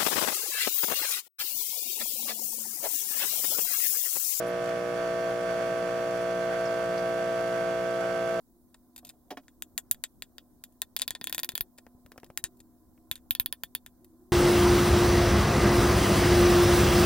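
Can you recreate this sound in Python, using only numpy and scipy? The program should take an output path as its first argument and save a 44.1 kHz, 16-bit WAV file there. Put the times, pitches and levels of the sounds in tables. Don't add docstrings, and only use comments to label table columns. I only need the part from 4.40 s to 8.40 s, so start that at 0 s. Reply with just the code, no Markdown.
import sys
import numpy as np
from scipy import signal
from scipy.fft import rfft, irfft
from scipy.io import wavfile

SR = 44100
rng = np.random.default_rng(int(sys.argv[2]) if len(sys.argv) > 2 else 0)


def boost_factor(decibels):
    exponent = np.asarray(decibels, float) / 20
    return 10 ** exponent


def digitize_waveform(pressure):
    field = np.atleast_2d(pressure).T
    bounded = np.clip(field, -1, 1)
    quanta = np.round(bounded * 32767).astype(np.int16)
    wavfile.write(sys.argv[1], SR, quanta)


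N = 176400

MAINS_HZ = 60.003
STROKE_S = 0.00966

# (time [s], level [dB])
FULLNESS = [(0.0, -37.5), (0.02, -37), (0.26, -37), (0.29, -33.5), (0.41, -38.5), (0.52, -39), (0.59, -34),
            (0.9, -34), (0.95, -36), (1.0, -37), (1.06, -34), (1.16, -33.5), (1.53, -35), (2.31, -32.5),
            (2.35, -33.5), (3.23, -33), (3.41, -34), (3.92, -33), (4.0, -34.5)]
FULL_REF_DB, DRIFT_MID_S = -34.2, 2.5
# (multiple, left [dB], right [dB], left phase lead [rad], follow [dB per dB fullness], drift [dB/s])
ORDERS = [(1, -63, -59, 0.3, 0.2, 0.2), (2, -53, -52, -0.1, -0.1, 0.2), (3, -48, -46, -0.2, 0.0, 0.3),
          (4, -54, -55, -0.2, 0.3, 0.2), (5, -49, -47, -0.4, 0.1, 0.1), (6, -40, -42, -0.9, -0.1, 0.4),
          (7, -47, -48, -0.2, 0.2, 0.3), (8, -39, -36, -0.4, -0.2, -0.3), (9, -44, -42, -0.0, 0.1, 0.8),
          (10, -44, -41, -0.1, -0.3, -0.7), (11, -32, -32, -0.1, 1.0, 0.0),
          (12, -49, -51, -1.2, -0.0, -0.2), (13, -50, -51, -0.2, 0.1, 0.5), (14, -61, -61, -0.8, -0.8, 1.1),
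          (15, -57, -52, -1.6, -0.1, 0.8), (16, -58, -55, 1.7, 0.6, -0.2), (17, -57, -54, -0.8, 0.2, 0.1),
          (18, -67, -59, 2.1, -1.3, -0.1), (19, -57, -44, -0.3, 0.1, -0.3), (20, -63, -49, -0.3, 1.2, -0.2),
          (21, -62, -51, 0.3, -0.9, 0.3), (22, -52, -47, 0.6, 0.4, 1.5), (23, -63, -65, 0.2, -1.1, 0.4),
          (24, -55, -60, 1.0, 1.0, 0.0), (25, -64, -54, 0.2, -1.0, 0.3), (26, -51, -42, 0.8, 1.1, 0.9),
          (27, -68, -51, 2.6, -0.3, -0.6), (28, -68, -64, 0.4, -0.9, 0.3), (29, -60, -62, -0.4, -0.5, -0.6),
          (30, -54, -54, 0.1, 0.7, -1.2), (31, -60, -60, -0.1, 0.3, -0.2), (32, -71, -64, 2.1, -0.4, 1.3),
          (33, -67, -59, 0.0, 2.0, -0.4), (34, -72, -62, 1.7, 0.5, -0.7), (35, -63, -59, -0.1, 0.4, -0.5),
          (36, -62, -58, -0.6, -0.4, 0.1), (37, -64, -57, -0.4, 0.3, 0.3), (38, -70, -64, 0.6, -0.9, 1.1),
          (39, -66, -65, -1.1, 0.0, 0.4), (40, -64, -68, -1.0, -0.3, -0.1), (41, -69, -79, -1.1, -0.9, 0.3),
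          (42, -69, -61, 2.4, 0.2, -0.1), (43, -69, -67, 1.1, -0.4, -1.1), (44, -68, -62, -0.1, 0.4, -0.7),
          (45, -68, -75, 1.9, -0.3, 0.3), (46, -64, -59, -0.3, 1.4, 0.9), (47, -72, -67, 1.9, -0.7, 0.2),
          (48, -69, -69, 2.5, 0.0, 0.3), (49, -71, -65, -1.5, 0.5, -0.1), (50, -69, -69, 1.8, 0.2, -0.5),
          (51, -75, -65, -0.3, 0.9, 0.4), (52, -71, -68, 0.5, 0.1, -0.2), (53, -83, -66, -1.7, 1.3, -0.4),
          (54, -75, -67, -1.7, -0.1, 0.2), (55, -75, -67, 0.8, 0.4, -1.4), (56, -66, -60, 1.0, 0.6, 0.1),
          (57, -67, -74, 0.3, 0.6, -0.3), (58, -66, -62, 0.7, 0.6, 0.3), (59, -78, -70, 1.1, 0.8, -1.7),
          (60, -74, -66, 2.8, 0.6, -0.1), (61, -77, -74, -2.9, -0.4, 1.2), (64, -78, -83, -0.2, 0.0, 0.1),
          (67, -74, -76, -0.8, 0.5, 0.6), (68, -83, -76, -0.2, 0.3, -1.0), (69, -89, -75, -1.6, 0.4, 0.4),
          (71, -81, -78, -1.0, 0.5, 0.2), (72, -78, -78, -0.7, 0.2, -1.8), (73, -76, -66, -0.2, 2.0, -3.0),
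          (74, -79, -76, 0.3, 1.0, -1.4), (75, -77, -70, -1.2, 1.0, -1.2), (76, -77, -63, 1.4, 2.3, -2.1),
          (77, -76, -78, -1.9, 1.0, -0.4), (78, -78, -66, 0.2, -0.2, 1.8), (79, -75, -74, 2.9, 1.1, -1.4),
          (80, -80, -86, -0.2, -0.3, -0.3), (81, -76, -70, 2.5, 0.6, 0.5), (82, -77, -79, -0.0, 0.7, 0.7),
          (83, -76, -75, 0.5, 0.7, -0.1), (84, -84, -77, 1.3, 0.7, -0.8), (85, -78, -78, 1.2, -0.7, -0.1),
          (86, -78, -72, 1.1, -0.2, 0.2), (89, -81, -74, 1.2, -0.1, -0.7), (90, -84, -75, -1.2, 0.3, -0.9),
          (92, -86, -75, -2.8, -0.1, -1.2), (94, -76, -74, 1.3, 0.2, -0.5), (96, -74, -73, -0.1, 0.4, -1.2),
          (97, -82, -72, -1.0, 0.1, -0.4), (98, -80, -74, -0.3, 0.4, -0.7), (100, -78, -70, 0.9, 0.8, -0.5),
          (101, -77, -83, 2.6, 0.2, 1.1), (102, -79, -75, -0.3, 0.5, -1.4), (103, -76, -72, -0.2, 0.7, 0.3),
          (104, -80, -71, 1.8, 0.5, -0.6), (106, -82, -79, -0.0, 0.4, 0.6), (108, -85, -77, 2.0, 0.9, -0.9),
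          (109, -81, -78, 0.9, 0.2, 0.5), (110, -81, -76, 1.9, 1.3, -1.7), (111, -78, -75, 1.7, 1.5, -2.4),
          (116, -84, -77, 1.7, 0.5, -1.3), (120, -87, -77, 2.4, -0.3, 0.3), (121, -82, -80, 1.9, 0.4, -0.1)]
# (from multiple, blow [s], rebound delay [s], rebound gain, turn [rad])
BLOWS = [(1, 0.01058, 0.01022, 0.9, -2.77), (14, 0.00425, 0.00589, 0.9, -2.97),
         (32, 0.01025, 0.00761, -0.8, 1.1), (62, 0.01558, 0.01183, 0.9, -0.42)]
# (frequency [Hz], spread [rad])
SCATTER = [(700, .08), (1000, .4), (2000, .9), (3500, 1.1), (7000, 1.1)]
# (frequency [Hz], wandering over steady amplitude, wander rate [Hz])
WAVER = [(60, 0.072, 4.2), (240, 0.073, 5.1), (470, 0.027, 2.7), (684, 0.018, 15), (1000, 0.08, 8),
         (1500, 0.12, 8.1), (3000, 0.16, 10), (7000, 0.43, 1.9)]

# (frequency [Hz], left [dB per Hz], right [dB per Hz])
RUSH_SPECTRUM = [(20, -88, -84.9), (40, -86, -88.0), (80, -83, -78), (112, -84, -108), (125, -76, -72),
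                 (140, -70.5, -72), (197, -70, -75), (243, -77, -75), (330, -77.4, -75.5), (476, -72, -82),
                 (553, -72, -76.5), (664, -65, -66.5), (650, -67, -71), (727, -79, -67.5),
                 (800, -85.5, -72), (1000, -73.5, -88), (1100, -91.5, -70), (1210, -84, -84),
                 (1508, -73.5, -68), (1560, -89.5, -70), (1900, -77.5, -86), (2200, -93.5, -75.5),
                 (2580, -82.5, -82.5), (3300, -91.5, -85), (3730, -91.5, -88), (3970, -86, -92.5),
                 (4600, -101.5, -85.5), (5200, -89.5, -88.5), (6240, -95, -88.5), (7240, -94, -91.5),
                 (9600, -100.5, -93), (10800, -102.3, -94), (13000, -103.7, -98.5), (15900, -109.5, -102.2)]
# (frequency [Hz], correlation)
RUSH_LIKENESS = [(20, .85), (80, .5), (135, 1), (260, 0.75), (450, 0.51), (625, 0.59), (950, 0.1),
                 (1500, 0.5), (2200, 0.52), (2600, .2), (15000, .03)]
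# (frequency [Hz], power share)
PULSED = [(2500, 0.039), (4000, 0.17), (7000, 0.33), (9000, 0.3), (15000, 0.22)]
# (frequency [Hz], power share)
PATCHY = [(400, .05), (630, .6), (900, .6), (1500, 0.86), (2200, 0.54), (3500, 0.12)]
PATCH_DB, PATCH_HZ, PATCH_FOLLOW_DB_PER_DB = 2.3, 9, .8
# (time [s], level [dB])
TREBLE = [(0.0, -69), (0.05, -67), (0.07, -68), (0.15, -69), (0.28, -55), (0.32, -60.5), (0.91, -58.5),
          (0.92, -58), (1.07, -59.5), (3.41, -59.5), (3.98, -57.5), (4.0, -57)]
TREBLE_REF_DB = -60
PUFF_SPREAD_DB, SWELL_DB, SWELL_HZ = 1.5, 1.0, 4
PUFF_EARLY_S, PUFF_RISE_S, PUFF_FALL_S = 0.0022, 0.00067, 0.0047

# (time [s], level [dB], start pitch [Hz], rise per ring time [octaves], ring to -14 dB [s])
DRIPS = [(2.0193, -45, 3900, .25, .005), (2.2548, -35.5, 5000, .15, .0022), (2.2595, -39, 4800, .6, .002),
         (2.274, -46, 5000, .02, .007), (2.5785, -36, 3950, .7, .004)]
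DRIP_LEFT_OVER_RIGHT_DB, DRIP_TAIL_DB, DRIP_TAIL_30DB_S = -4.5, -1.5, .055
# (time [s], length [s], level [dB], start centre [Hz], end centre [Hz])
FIZZES = [(0.06, .06, -54.5, 8500, 14500), (.24, .07, -64, 8000, 11500), (.54, .05, -65, 8000, 10000),
          (.88, .04, -64, 10000, 13000), (1.02, .08, -62, 8500, 10000), (1.38, .04, -63, 9500, 11500),
          (1.81, .03, -60, 8500, 10000), (2.67, .05, -63, 10500, 14500), (3.06, .07, -62, 10000, 13000)]
FIZZ_POLE_WIDTH_HZ, FIZZ_LEFT_OVER_RIGHT_DB = 2800, -6


def pump():
    orders, left_db, right_db, lead_rad, follow, drift = np.array(ORDERS, float).T
    hz, t, steps_hz = orders * MAINS_HZ, np.arange(N) / SR, 200
    waver = slow(len(hz), steps_hz, read(WAVER, hz, axis=2))
    step_s = np.arange(waver.shape[1]) / steps_hz
    share = read(WAVER, hz)[:, None]
    level_db = np.outer(follow, fullness_db(step_s)) + np.outer(drift, step_s - DRIFT_MID_S)
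    shape = boost_factor(level_db) * (1 + share * waver) / np.sqrt(1 + share ** 2)

    blows = np.array(BLOWS)
    row_of_tone = np.searchsorted(blows[:, 0], orders, "right") - 1
    _, blow_s, delay_s, gain, turn_rad = blows[row_of_tone].T
    rebound = gain * np.exp(-2j * np.pi * hz * delay_s)
    phase = turn_rad - 2 * np.pi * hz * blow_s + np.angle(1 + rebound)
    phase = phase + read(SCATTER, hz) * rng.standard_normal(len(hz))

    level = np.sqrt(2) * boost_factor(np.c_[left_db, right_db])
    weight = level * np.exp(1j * np.c_[phase + lead_rad, phase])
    out = np.zeros((2, N))
    for f, row, w in zip(hz, shape, weight):
        tone = np.interp(t, step_s, row) * np.exp(2j * np.pi * f * t)
        out += w.real[:, None] * tone.real - w.imag[:, None] * tone.imag
    return out


def stroke_puffs():
    t = np.arange(N) / SR
    cycles = (t - STROKE_S + PUFF_EARLY_S) * MAINS_HZ + 1
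    since_s = cycles % 1 / MAINS_HZ
    sizes = boost_factor(PUFF_SPREAD_DB * rng.standard_normal(int(cycles[-1]) + 2))[cycles.astype(int)]
    puff = evened(sizes * (1 - np.exp(-since_s / PUFF_RISE_S)) * np.exp(-since_s / PUFF_FALL_S))
    treble_db = np.interp(t, *np.transpose(TREBLE)) - TREBLE_REF_DB
    return puff * swelling(SWELL_DB, SWELL_HZ) * boost_factor(treble_db)


def rush():
    t, hz = np.arange(N) / SR, np.fft.rfftfreq(N, 1 / SR)
    puff = stroke_puffs()
    patch = swelling(PATCH_DB, PATCH_HZ) * boost_factor(PATCH_FOLLOW_DB_PER_DB * fullness_db(t))
    steady, rattle, hiss = rng.standard_normal((3, 2, N))
    pulsed, patchy = np.clip(read(PULSED, hz), 0, 1), np.clip(read(PATCHY, hz), 0, 1)
    unpulsed = np.sqrt(1 - patchy) * rfft(steady) + np.sqrt(patchy) * rfft(rattle * patch)
    a, b = np.sqrt(1 - pulsed) * unpulsed + np.sqrt(pulsed) * rfft(hiss * puff)

    same = np.clip(read(RUSH_LIKENESS, hz), -1, 1)
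    stereo = np.array([a, same * a + np.sqrt(1 - same ** 2) * b])
    colour_db = np.array([read(RUSH_SPECTRUM, hz, axis=1), read(RUSH_SPECTRUM, hz, axis=2)])
    return irfft(boost_factor(colour_db) * np.sqrt(SR / 2) * stereo, N)


def drip(level_db, start_hz, rise_oct, ring_s):
    t = np.arange(0, 3 * ring_s, 1 / SR)
    hz = start_hz * 2 ** (rise_oct * np.minimum(t / ring_s, 1.5))
    envelope = (1 - np.exp(-t / 0.0004)) * boost_factor(-14 * (t / ring_s) ** 2)
    blip = np.sin(2 * np.pi * np.cumsum(hz) / SR) * envelope
    u = np.arange(4410) / SR
    echo = rng.standard_normal((2, len(u))) * boost_factor(-30 * u / DRIP_TAIL_30DB_S) * (u > .002)
    echo *= boost_factor(DRIP_TAIL_DB) / np.linalg.norm(echo, axis=1, keepdims=True)
    echo[:, 0] = 1
    gain = boost_factor(level_db + DRIP_LEFT_OVER_RIGHT_DB * np.array([[.5], [-.5]]))
    return gain * signal.fftconvolve(blip[None], echo, axes=1)


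def fizz(length_s, level_db, start_hz, end_hz):
    u = np.linspace(0, 1, round(length_s * SR))
    r = np.exp(-np.pi * FIZZ_POLE_WIDTH_HZ / SR)
    noise = rng.standard_normal((2, 8820)) + 1j * rng.standard_normal((2, 8820))
    band = signal.lfilter([1], np.convolve([1, -r], [1, -r]), noise)[:, :len(u)]
    centre_hz = start_hz + (end_hz - start_hz) * u
    sweep = (band * np.exp(2j * np.pi * np.cumsum(centre_hz) / SR)).real
    gain = boost_factor(level_db + FIZZ_LEFT_OVER_RIGHT_DB * np.array([[.5], [-.5]]))
    return gain * evened(sweep) * np.sin(np.pi * u ** 0.54)


def fullness_db(t):
    return np.interp(t, *np.transpose(FULLNESS)) - FULL_REF_DB


def swelling(depth_db, top_hz):
    steps_hz = 100
    v = slow(1, steps_hz, top_hz)[0].real
    drift = np.interp(np.arange(N) / SR, np.arange(len(v)) / steps_hz, v)
    return evened(boost_factor(depth_db * np.sqrt(2) * drift))


def slow(count, steps_hz, top_hz):
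    size = int(N / SR * steps_hz) + 2
    hz = np.fft.fftfreq(size, 1 / steps_hz)
    z = rng.standard_normal((count, size)) + 1j * rng.standard_normal((count, size))
    return evened(np.fft.ifft(z / (1 + (hz / np.reshape(top_hz, (-1, 1))) ** 2)))


def evened(x):
    return x / np.sqrt(np.mean(abs(x) ** 2, axis=-1, keepdims=True) + 1e-20)


def read(points, hz, axis=1):
    table = np.array(points, float)
    return np.interp(np.log(hz + 1), np.log(table[:, 0] + 1), table[:, axis])


def add(mix, start_s, sound):
    part = mix[:, round(start_s * SR):][:, :sound.shape[1]]
    part += sound[:, :part.shape[1]]


def scene():
    mix = pump() + rush()
    for start_s, *row in DRIPS:
        add(mix, start_s, drip(*row))
    for start_s, *row in FIZZES:
        add(mix, start_s, fizz(*row))
    return mix


def band_limit(x):
    return signal.sosfilt(signal.butter(12, 15630, fs=SR, output="sos"), x)


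def record(dry):
    return band_limit(dry)


dry = scene()
out = record(dry)
digitize_waveform(out)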